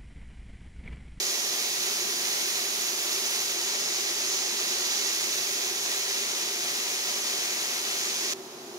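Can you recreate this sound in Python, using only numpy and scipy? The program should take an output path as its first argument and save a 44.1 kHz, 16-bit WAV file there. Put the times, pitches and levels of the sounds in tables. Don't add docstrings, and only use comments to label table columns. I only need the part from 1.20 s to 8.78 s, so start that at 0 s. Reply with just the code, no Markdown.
import sys
import numpy as np
from scipy import signal
from scipy.fft import rfft, irfft
from scipy.io import wavfile
from scipy.ndimage import uniform_filter1d

SR = 44100
rng = np.random.default_rng(int(sys.argv[2]) if len(sys.argv) > 2 else 0)


def wav_out(sig):
    wavfile.write(sys.argv[1], SR, np.round(np.clip(np.atleast_2d(sig).T, -1, 1) * 32767).astype(np.int16))


N = 334278
TIME = np.arange(N) / SR
FREQS = np.maximum(np.arange(N // 2 + 1) * SR / N, 1)


def from_db(db):
    return 10 ** (np.asarray(db) / 20)

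def unit_rms(x):
    return x / np.sqrt(np.mean(x ** 2) + 1e-20)

def over_time(rows):
    times, *columns = np.transpose(rows)
    return np.array([np.interp(TIME, times, column) for column in columns])

def over_hz(rows):
    hz, *columns = np.transpose(rows)
    return np.array([np.interp(np.log(FREQS), np.log(hz), column) for column in columns])

def delay(seconds):
    return np.exp(-2j * np.pi * FREQS * seconds)

def drift(rate_hz):
    return unit_rms(irfft(rfft(rng.standard_normal(N)) / (1 + (FREQS / rate_hz) ** 2), N))

def above(x, hz, order=20):
    return irfft(rfft(x) / (1 + (hz / FREQS) ** order), N)

def resonances(modes):
    peaks = sum(from_db(db) ** 2 / (1 + ((FREQS - hz) / width) ** 2) ** 2 for hz, width, db in modes)
    return np.sqrt(1 + peaks)

def port_spectra(direct, diffuse, direct_share, lag_s):
    arrival = np.array([delay(lag_s), delay(0)])
    return np.sqrt(direct_share) * arrival * rfft(direct) + np.sqrt(1 - direct_share) * rfft(diffuse)

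# time in seconds, height in dB over the rms of the bursts.
SPIT_IMPULSES = [(3.805, 16), (4.835, 17), (7.129, 21)]

def steam_bursts(per_s, spread_db, clumping_db):
    onsets = rng.random(N) < per_s * from_db(clumping_db * drift(25)) / SR
    sizes = from_db(spread_db * np.minimum(rng.exponential(1, N), 4))
    snaps = unit_rms(onsets * sizes * rng.choice([-1, 1], N))
    for time_s, db in SPIT_IMPULSES:
        snaps[round(time_s * SR)] += from_db(db)
    return snaps

def reverberation(x, t60_s):
    length = SR // 2
    tails = rng.standard_normal((2, length)) * from_db(-60 * TIME[:length] / t60_s)
    looped = np.r_[x[-length:], x]
    return unit_rms(signal.fftconvolve(looped[None], tails, axes=1)[:, length:length + N])

# frequency in Hz, share of the power from 0 to 1.
PAN_DIRECT_SHARE = [(500, 0.63), (1200, 0.48), (2000, 0.75), (3200, 0.53), (4400, 0.7), (5500, 0.4),
                    (6800, 0.18), (15000, 0.13)]
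# frequency in Hz, left and right relative density in dB.
PAN_SPECTRUM = [(150, -95, -95), (500, -77.5, -74.7), (1000, -75.9, -73.8), (1450, -75.2, -74.0),
                (2000, -71.5, -68.3), (3300, -69.1, -66.9), (5000, -67.3, -65.6), (6150, -65.8, -64.0),
                (6650, -66.2, -62.2), (7100, -67.0, -71.9), (7650, -73.5, -80.4), (8900, -74.2, -80.5),
                (10900, -75.1, -75.1), (13300, -78.3, -78.7), (15600, -79.7, -81.2)]
# frequency in Hz, width in Hz, added peak in dB re the hiss.
PAN_PEAKS = [(1914, 21, 0), (2270, 51, -6), (4070, 140, -0.5), (6730, 310, -5)]

def pan_sizzle(direct_steam, diffuse_steam, flutter_db, gain_db, low_cut_hz):
    snaps = steam_bursts(per_s=9000, spread_db=4.0, clumping_db=2.0)
    direct = np.sqrt(1 - direct_steam) * snaps + np.sqrt(direct_steam) * rng.standard_normal(N)
    diffuse = np.sqrt(1 - diffuse_steam) * reverberation(snaps, t60_s=0.18)
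    diffuse += np.sqrt(diffuse_steam) * rng.standard_normal((2, N))
    spectra = port_spectra(direct, diffuse, over_hz(PAN_DIRECT_SHARE), lag_s=0.00017)
    counter_echo = np.array([0.07 * delay(0.00513), 0.035 * delay(0.00567)])
    spectra *= 1 + counter_echo
    spectra *= from_db(over_hz(PAN_SPECTRUM) + gain_db) * np.sqrt(SR / 2)
    spectra /= 1 + (low_cut_hz / FREQS) ** 4
    spectra[1] *= resonances(PAN_PEAKS)
    return irfft(spectra, N) * from_db(flutter_db * drift(8.4))

# crest time in seconds, length in seconds, rise in dB.
STEAM_SURGES = [(0.05, 0.87, 1.0), (2.704, 0.55, 1.0), (3.152, 0.44, 1.7), (3.8, 0.47, 1), (6.98, 0.65, 1)]

def steam_surges(x, low_hz, high_hz):
    rise_db = sum(db * np.cos(np.pi * np.clip((TIME - crest) / length, -0.5, 0.5)) ** 2
                  for crest, length, db in STEAM_SURGES)
    band = above(x, low_hz) - above(x, high_hz)
    return x + (from_db(rise_db) - 1) * band

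# time in seconds, left minus right in the body of the hiss in dB,
# loss of treble at the right port in dB.
GRIP_SHADE = [(0.0, -3.0, 1.5), (2.25, -2.5, 1.5), (2.47, -2, 7), (3.72, -3.5, 5.5), (4.17, -3.0, 2.5),
              (5.08, -1.5, 7), (5.56, -0.5, 5.5), (5.91, -2.0, 7), (6.07, -1, 7.5), (6.6, 0.0, 6.5),
              (7.1, -2.0, 10)]

def grip_shadow(x, shading, body_hz, top_hz):
    open_body_db, open_top_db, open_balance_db = 1.0, 4.5, -3.5
    balance_db, top_loss_db = over_time(GRIP_SHADE)
    body_gain = from_db(open_body_db - shading * (balance_db - open_balance_db))
    top_gain = from_db(open_top_db - shading * top_loss_db)
    left, right = x
    upper, top = above(right, body_hz), above(right, top_hz)
    low, body = right - upper, upper - top
    return np.array([left, low + body * body_gain + top * top_gain])

# frequency in Hz, coherence from 0 to 1.
AIR_COHERENCE = [(40, 0.4), (150, 0.85), (400, 0.93), (700, 0.76), (1500, 0), (5000, 0.1)]
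# frequency in Hz, relative density in dB.
AIR_SPECTRUM = [(25, -106), (50, -101), (85, -95), (115, -88.5), (150, -88), (230, -77.5), (295, -81),
                (480, -78.5), (800, -77), (1100, -80), (1500, -84), (2200, -86.5), (5000, -89),
                (15000, -110)]
# frequency in Hz, width in Hz, added peak in dB re the rush.
DUCT_MODES = [(146, 10, 8), (195, 8.1, 0.5), (269, 7.1, -2.5), (332, 11, 7.5), (357.8, 18, 14.5),
              (389, 22.2, 15), (441, 22, 5.5)]
# frequency in Hz, level in dB.
HUM_TONES = [(60, -83), (101, -84), (120, -76.5), (231.7, -62), (253, -64.5), (464, -67.5), (695, -68)]

def range_hood(waver_db):
    direct, diffuse = rng.standard_normal(N), rng.standard_normal((2, N))
    spectra = port_spectra(direct, diffuse, over_hz(AIR_COHERENCE), lag_s=0.0001)
    spectra *= from_db(over_hz(AIR_SPECTRUM)) * resonances(DUCT_MODES) * np.sqrt(SR / 2)
    hum = np.zeros(N)
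    for hz, db in HUM_TONES:
        amplitude = np.sqrt(2) * from_db(db + waver_db * drift(2.9))
        hum += amplitude * np.sin(2 * np.pi * (hz * TIME + rng.random()))
    return irfft(spectra, N) + hum

# frequency in Hz, width in Hz, relative peak in dB.
CUPBOARD_MODES = [(545, 18, -2), (594, 22, 2), (697, 14, 3), (724, 12, 0), (808, 30, 0), (914, 22, -1),
                  (970, 14, 0), (1060, 18, -1)]

def standing_waves(x):
    gain = resonances(CUPBOARD_MODES)
    local_power = uniform_filter1d(gain ** 2, size=1800)
    return irfft(rfft(x) * gain / np.sqrt(local_power), N)

def simmer(sizzle, gain_db, low_cut_hz):
    return from_db(gain_db) * above(sizzle, low_cut_hz, order=4)

def scene():
    drop_s, fade_s = 7.1365, 0.003
    frying = np.clip((drop_s - TIME) / fade_s + 0.5, 0, 1)
    sizzle = pan_sizzle(direct_steam=0.33, diffuse_steam=0.71,
                        flutter_db=0.35, gain_db=-0.19, low_cut_hz=160)
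    hiss = frying * steam_surges(sizzle, low_hz=4530, high_hz=7900)
    hiss += (1 - frying) * simmer(sizzle, gain_db=-19, low_cut_hz=1490)
    hiss = grip_shadow(hiss, shading=frying, body_hz=3480, top_hz=8000)
    return standing_waves(hiss + range_hood(waver_db=1.2))

def record(dry):
    cutoff_hz, edge_hz = 15750, 100
    passband = np.clip((cutoff_hz - FREQS) / edge_hz + 0.5, 0, 1)
    return irfft(rfft(dry) * passband, N)


dry = scene()
out = record(dry)
wav_out(out)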